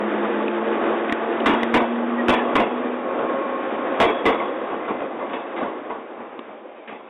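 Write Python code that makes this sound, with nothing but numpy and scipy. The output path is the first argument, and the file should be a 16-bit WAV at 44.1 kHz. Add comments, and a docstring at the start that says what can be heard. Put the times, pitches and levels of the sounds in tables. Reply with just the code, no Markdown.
"""Steel wheels roar and hiss on the rail as an electric train pulls out along a roofed platform.
The roar is shaped noise; wheel and rail modes and a rising gear hum are wandering sines.
Axles clack over a joint as bursts of noise with a ringing wheel and a tail from the roof.
Dry clicks and a short flange squeak stand out over steady station air.
A narrow-band microphone feeds an input that clips on the loudest blows."""
import sys
import numpy as np
from scipy import signal
from scipy.fft import rfft, irfft, next_fast_len
from scipy.io import wavfile
from scipy.ndimage import uniform_filter1d, map_coordinates

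SR = 44100
rng = np.random.default_rng(int(sys.argv[2]) if len(sys.argv) > 2 else 0)


def persist_wave(psi):
    """Save psi, clipped to +-1, as 16-bit WAV."""
    counts = np.round(np.clip(psi, -1, 1) * 32767).astype(np.int16)
    wavfile.write(sys.argv[1], SR, np.atleast_2d(counts).T)


N = 312669
MIC_HZ = 3830  # upper band edge of the microphone


def amp(db):
    """Turn dB into gain."""
    return 10 ** (np.asarray(db) / 20)


def unit(x):
    """Scale x to rms 1."""
    return x / np.sqrt(np.mean(x ** 2) + 1e-20)


def along(points, hz):
    """Read (frequency [Hz], value) points on a log frequency axis, level beyond the ends."""
    f, v = np.transpose(points)
    return np.interp(np.log(hz + 1), np.log(f + 1), v)


def curves(rows):
    """Give one value per sample for each column after the time."""
    s, *cols = np.transpose(rows)
    return [np.interp(np.arange(N) / SR, s, c) for c in cols]


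def wobble(rate):
    """Draw a smooth random curve with rate knots a second."""
    knots = rng.standard_normal(int(N * rate / SR) + 4)
    return map_coordinates(knots, [np.arange(N) * rate / SR])


def filtered(x, response):
    """Multiply the spectrum of x by a response of frequency."""
    m = next_fast_len(x.shape[-1] + 8192)
    spectrum = rfft(x, m) * response(np.fft.rfftfreq(m, 1 / SR))
    return irfft(spectrum, m)[..., :x.shape[-1]]


def rush(spectrum, patchy_db):
    """Coloured noise of rms 1 within the microphone's band, in patches of random gain."""
    z = signal.stft(rng.standard_normal(N), nperseg=1024)[2]
    # neighbouring frequencies and moments share their gain
    patches = uniform_filter1d(rng.standard_normal(z.shape), size=4, axis=0)
    patches = uniform_filter1d(patches, size=8, axis=1)
    noise = signal.istft(z * amp(patchy_db * unit(patches)), nperseg=1024)[1][:N]
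    return unit(filtered(noise, lambda hz: amp(along(spectrum, hz)) * (hz < MIC_HZ)))


def tone(hz, db, rough, rate):
    """A sine whose phase (rough, radians) and strength wander, with rate knots a second."""
    phase = 2 * np.pi * np.cumsum(hz) / SR + rough * wobble(rate)
    strength = amp(db + 2.9 * rough * wobble(rate))
    return np.sqrt(2) * strength * np.sin(phase)


def rolling():
    """Rough steel on steel: a broad roar and a hiss that shake together."""
    # level of the roar: (time [s], level [dB])
    roar_level = [(0.0, -24), (0.6, -24), (1.26, -23), (1.64, -20.5), (1.91, -24.5), (2.3, -22.5),
                  (2.71, -26), (3.97, -23), (4.48, -27.5), (4.91, -27.5), (5.13, -31.5), (5.53, -31),
                  (6.02, -35.5), (6.65, -45), (7.09, -43.5)]
    # hiss against the roar: (time [s], level [dB])
    hiss_share = [(0, -8.5), (1.3, -8), (2, -11), (6, -10), (7.09, -8.5)]
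    # spectrum below the roar: (frequency [Hz], relative density [dB])
    rumble_spectrum = [(20, -17), (60, -6), (100, -5.5)]
    # spectrum of the roar: (frequency [Hz], relative density [dB])
    roar_spectrum = [(120, -23.5), (200, -7), (222, -6), (281, -3), (346, 0), (401, -3.5), (535, -1),
                     (578, -3), (1020, -10), (1110, -6.5), (1600, -25), (2080, -55.5), (3520, -120)]
    # spectrum of the hiss: (frequency [Hz], relative density [dB])
    hiss_spectrum = [(710, -23), (1200, -6.5), (1540, -6.5), (2030, -9.5), (2170, -13.5), (2470, -13.5),
                     (2830, -18), (3380, -20.5), (3660, -23.5), (4760, -40.5), (8050, -120)]
    (roar_db,), (share_db,) = curves(roar_level), curves(hiss_share)
    shake = wobble(7.4)
    roar_gain = amp(roar_db + 1.9 * shake + 0.62 * wobble(25))
    roar = roar_gain * rush(rumble_spectrum + roar_spectrum[1:], patchy_db=1.0)
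    hiss_gain = amp(roar_db + share_db + 1.0 * shake + 1.1 * wobble(30))
    return roar + hiss_gain * rush(hiss_spectrum, patchy_db=0.44)


def wheel_and_rail_modes():
    """Rolling keeps wheel and rail modes ringing as fuzzy lines, each loudest as its wheel rolls past."""
    # modes: (pitch when loudest [Hz], sag [Hz/s], roughness [rad], loudest at [s], level [dB],
    # swell [dB/s], fade [dB/s])
    rings = [(343.3, -2, 0.97, .75, -28.5, 5, 5.5), (455, -7.5, 1.1, .6, -31.5, 4, 7.5),
             (684, 4.5, 1.4, 1.2, -35, 9.5, 15), (864, 8.5, 1.2, 0.28, -37, 1, 2.5),
             (541.2, 4, 0.65, 3.65, -28.5, 13, 9), (1084, 11.5, .71, 3.4, -32.5, 20.5, 8),
             (2370, 20, 0.97, 3.5, -50, 6.5, 5.5), (2050, -25.5, 1.9, 4.9, -51.5, 29, 9.5)]
    t, out = np.arange(N) / SR, np.zeros(N)
    for hz, sag, rough, s, db, swell, fade in rings:
        level_db = db - np.where(t < s, swell * (s - t), fade * (t - s))
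        out += tone(hz - sag * (t - s), level_db, rough, rate=22)
    return out


def gear_hum():
    """The traction gear's mesh pitch climbs with speed, ever more slowly, until power is cut."""
    # level of the hum: (time [s], level [dB])
    gear_level = [(0, -27), (.9, -34), (1.35, -37), (1.45, -26), (2.2, -23.5), (2.6, -34.5), (2.8, -28.5),
                  (3.1, -36.5), (3.9, -41)]
    start_hz, rise_hz_per_s, ease_hz_per_s2 = 210, 15.5, .9
    t = np.arange(N) / SR
    mesh_hz = start_hz + rise_hz_per_s * t - ease_hz_per_s2 * t ** 2
    # after the last point the hum falls by 120 dB a second
    level_db = curves(gear_level)[0] - 120 * np.clip(t - gear_level[-1][0], 0, None)
    return tone(mesh_hz, level_db, rough=0.36, rate=16)


def flange_squeak():
    """A short squeak of the wheel flange: one rough tone that sags in pitch."""
    at_s, middle_hz, peak_db = 2.197, 1890, -28
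    width_s, sag_hz_per_s = 0.016, 600  # width_s away from its middle the squeak is 6 dB down
    since = np.arange(N) / SR - at_s
    level_db = np.maximum(peak_db - 6 * (since / width_s) ** 2, -200)
    return tone(middle_hz - sag_hz_per_s * np.clip(since, -.1, .1), level_db, rough=0.6, rate=40)


def joints():
    """Each axle drops on the next rail: a crack, then a body that the roof prolongs, and the wheel rings."""
    # axle blows: (time [s], level [dB], treble level [dB], rise of the body [ms])
    blows = [(1.459, -6.5, -8.5, 1.2), (1.741, -8.5, -9.5, 1.2), (2.283, -7, -6.5, 1.5),
             (2.554, -7.5, -10, 1.8), (3.189, -22.5, -15, 6.3), (4.001, -5, -8.5, 1.9),
             (4.254, -8, -9, 1.1), (4.4, -23, -12.5, 6), (4.703, -22.5, -17, 4.1), (4.879, -20, -16, 5),
             (5.005, -26, -16, 3), (5.192, -28.5, -14.5, 9), (5.296, -24.5, -14.5, 9),
             (5.332, -26, -6.5, 7.1), (5.562, -24.5, -7.5, 16), (5.607, -21.5, -21, 6),
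             (5.899, -24.5, -19.5, 2.5), (6.189, -31.5, -17.5, 15), (6.469, -34, -16, 15),
             (6.76, -39.5, -10, 19), (6.875, -26.5, -8, 25)]
    # modes of a struck wheel: (frequency [Hz], level [dB], decay by 60 dB [s])
    wheel = [(455, -0.5, 0.35), (700, -2.5, 0.45), (960, -4, 0.13), (1103, -3, 0.45), (1153, -3, 0.31),
             (1483, -9, 0.33), (2045, 0, 0.15), (2415, -18.5, 0.37), (2627, -16, 0.65), (3340, -15, 0.68),
             (3450, -15.5, .35)]
    # body of a blow: (frequency [Hz], relative density [dB])
    thud_spectrum = [(150, 2.5), (250, 2), (500, -0.5), (1000, -0.5), (1500, -22)]
    # top of a blow: (frequency [Hz], relative density [dB])
    crack_spectrum = [(1200, 3), (1600, -0.5), (2200, -0.5), (2800, -6), (3300, -10.5), (3800, -11.5)]
    blur = .02  # half width of a struck mode, share of its pitch
    out, t = np.zeros(N + SR), np.arange(SR // 2) / SR
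    tail_room = ((0, 0), (0, SR))

    thud = rush(thud_spectrum + [(1800, -66)], patchy_db=2.5)
    crack = rush([(900, -52.5)] + crack_spectrum, patchy_db=4.0)
    rattle = amp(1.9 * wobble(70))  # bogie parts chatter after a blow
    thud, crack = np.pad([thud * rattle, crack * rattle], tail_room)

    # the turning wheel blurs each mode into a narrow band of noise
    modes = []
    for hz, _, _ in wheel:
        band = filtered(rng.standard_normal(N), lambda f: 1 / (1 + ((f - hz) / (blur * hz)) ** 2))
        modes.append(unit(band))
    modes = np.pad(modes, tail_room)

    echo = amp(-19 - 60 * t / 1.1) * (1 - t / t[-1])  # the longer tail under the roof
    impact = amp(-3.5 - 60 * t / 0.03)  # the first bite of steel on steel
    for s, db, treble_db, rise_ms in blows:
        now = slice(round(s * SR), round(s * SR) + len(t))
        # far blows reach the platform smeared by echoes: a slower rise brings a longer decay
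        linger_s = 0.0053 * rise_ms
        body_t60_s, top_t60_s = 0.29 + linger_s, 0.26 + linger_s
        onset = 1 - np.exp(-1000 * t / (.08 * rise_ms + .3))
        build = 1 - np.exp(-1000 * t / rise_ms)  # the body builds more slowly than the top
        body = thud[now] * (amp(-60 * t / body_t60_s) + echo) * build
        top = amp(treble_db) * crack[now] * (amp(-60 * t / top_t60_s) + echo + impact)
        ring = np.zeros(len(t))
        for (hz, level, life), mode in zip(wheel, modes):
            # a dull blow hardly wakes the high modes, and the highest fade with distance
            mode_db = level + (treble_db + 9.0) * (hz > 1500) + 0.16 * db * (hz > 3000)
            mode_db += rng.normal(0, 2.0)
            ring += amp(mode_db - 60 * t / life) * mode[now]
        out[now] += amp(db) * onset * (body + top + amp(-11) * ring * build)
    return out[:N]


def dry_clicks():
    """Dry clicks with a low thump: brief noise, a quickly damped sine and a low push."""
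    # clicks: (time [s], level [dB], centre [Hz], low push [dB])
    clicks = [(.481, -19.5, 2530, 6), (1.096, -19.5, 2026, 4.5), (1.124, -9, 1880, 2),
              (1.403, -24.5, 2940, -7), (1.632, -10, 1980, 0.5), (4.853, -32.5, 2430, -4),
              (6.392, -24.5, 1050, 3.5)]
    out, t = np.zeros(N + SR), np.arange(SR // 50) / SR
    fade = np.exp(-(t / .0036) ** 2)
    for s, db, hz, push_db in clicks:
        noise = filtered(rng.standard_normal(len(t)), lambda f: f < MIC_HZ)
        snap = np.sin(2 * np.pi * hz * t) + 1.1 * noise
        push = amp(push_db) * np.sin(2 * np.pi * 300 * t)
        out[round(s * SR):][:len(t)] += amp(db) * fade * (snap + push)
    return out[:N]


def station_air():
    """The station's air and far cars: steady, patchy noise far below the train."""
    # spectrum of the air: (frequency [Hz], relative density [dB])
    air_spectrum = [(120, -47.5), (200, -11.5), (605, -1.5), (643, -4.5), (1050, -13), (1940, -39),
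                    (2140, -16), (3660, -30.5), (4760, -69.5), (8050, -120)]
    return amp(-43.5) * rush(air_spectrum, patchy_db=2.5)


def scene():
    """All sources, heard from the platform."""
    train = rolling() + wheel_and_rail_modes() + gear_hum() + flange_squeak()
    return (train + joints() + dry_clicks() + station_air())[None]


def clip(x, top, knee):
    """Peaks flatten at top; a larger knee is harder."""
    return x / (1 + np.abs(x / top) ** knee) ** (1 / knee)


def record(dry):
    """The input overloads before the band edge; the output stage clips again and splatters into the treble."""
    # bass roll-off of the microphone: (frequency [Hz], gain [dB])
    bass = [(20, -27.5), (60, -29.5), (100, -27.5), (140, -19), (190, -14), (215, -1)]
    top_hz = 15800  # nothing passes above this
    heard = clip(filtered(dry, lambda hz: amp(along(bass, hz))), top=0.27, knee=10.0)
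    narrow = filtered(heard, lambda hz: 1 / (1 + (hz / MIC_HZ) ** 60))
    output = clip(narrow, top=.266, knee=40)
    return filtered(output, lambda hz: hz < top_hz)


dry = scene()
out = record(dry)
persist_wave(out)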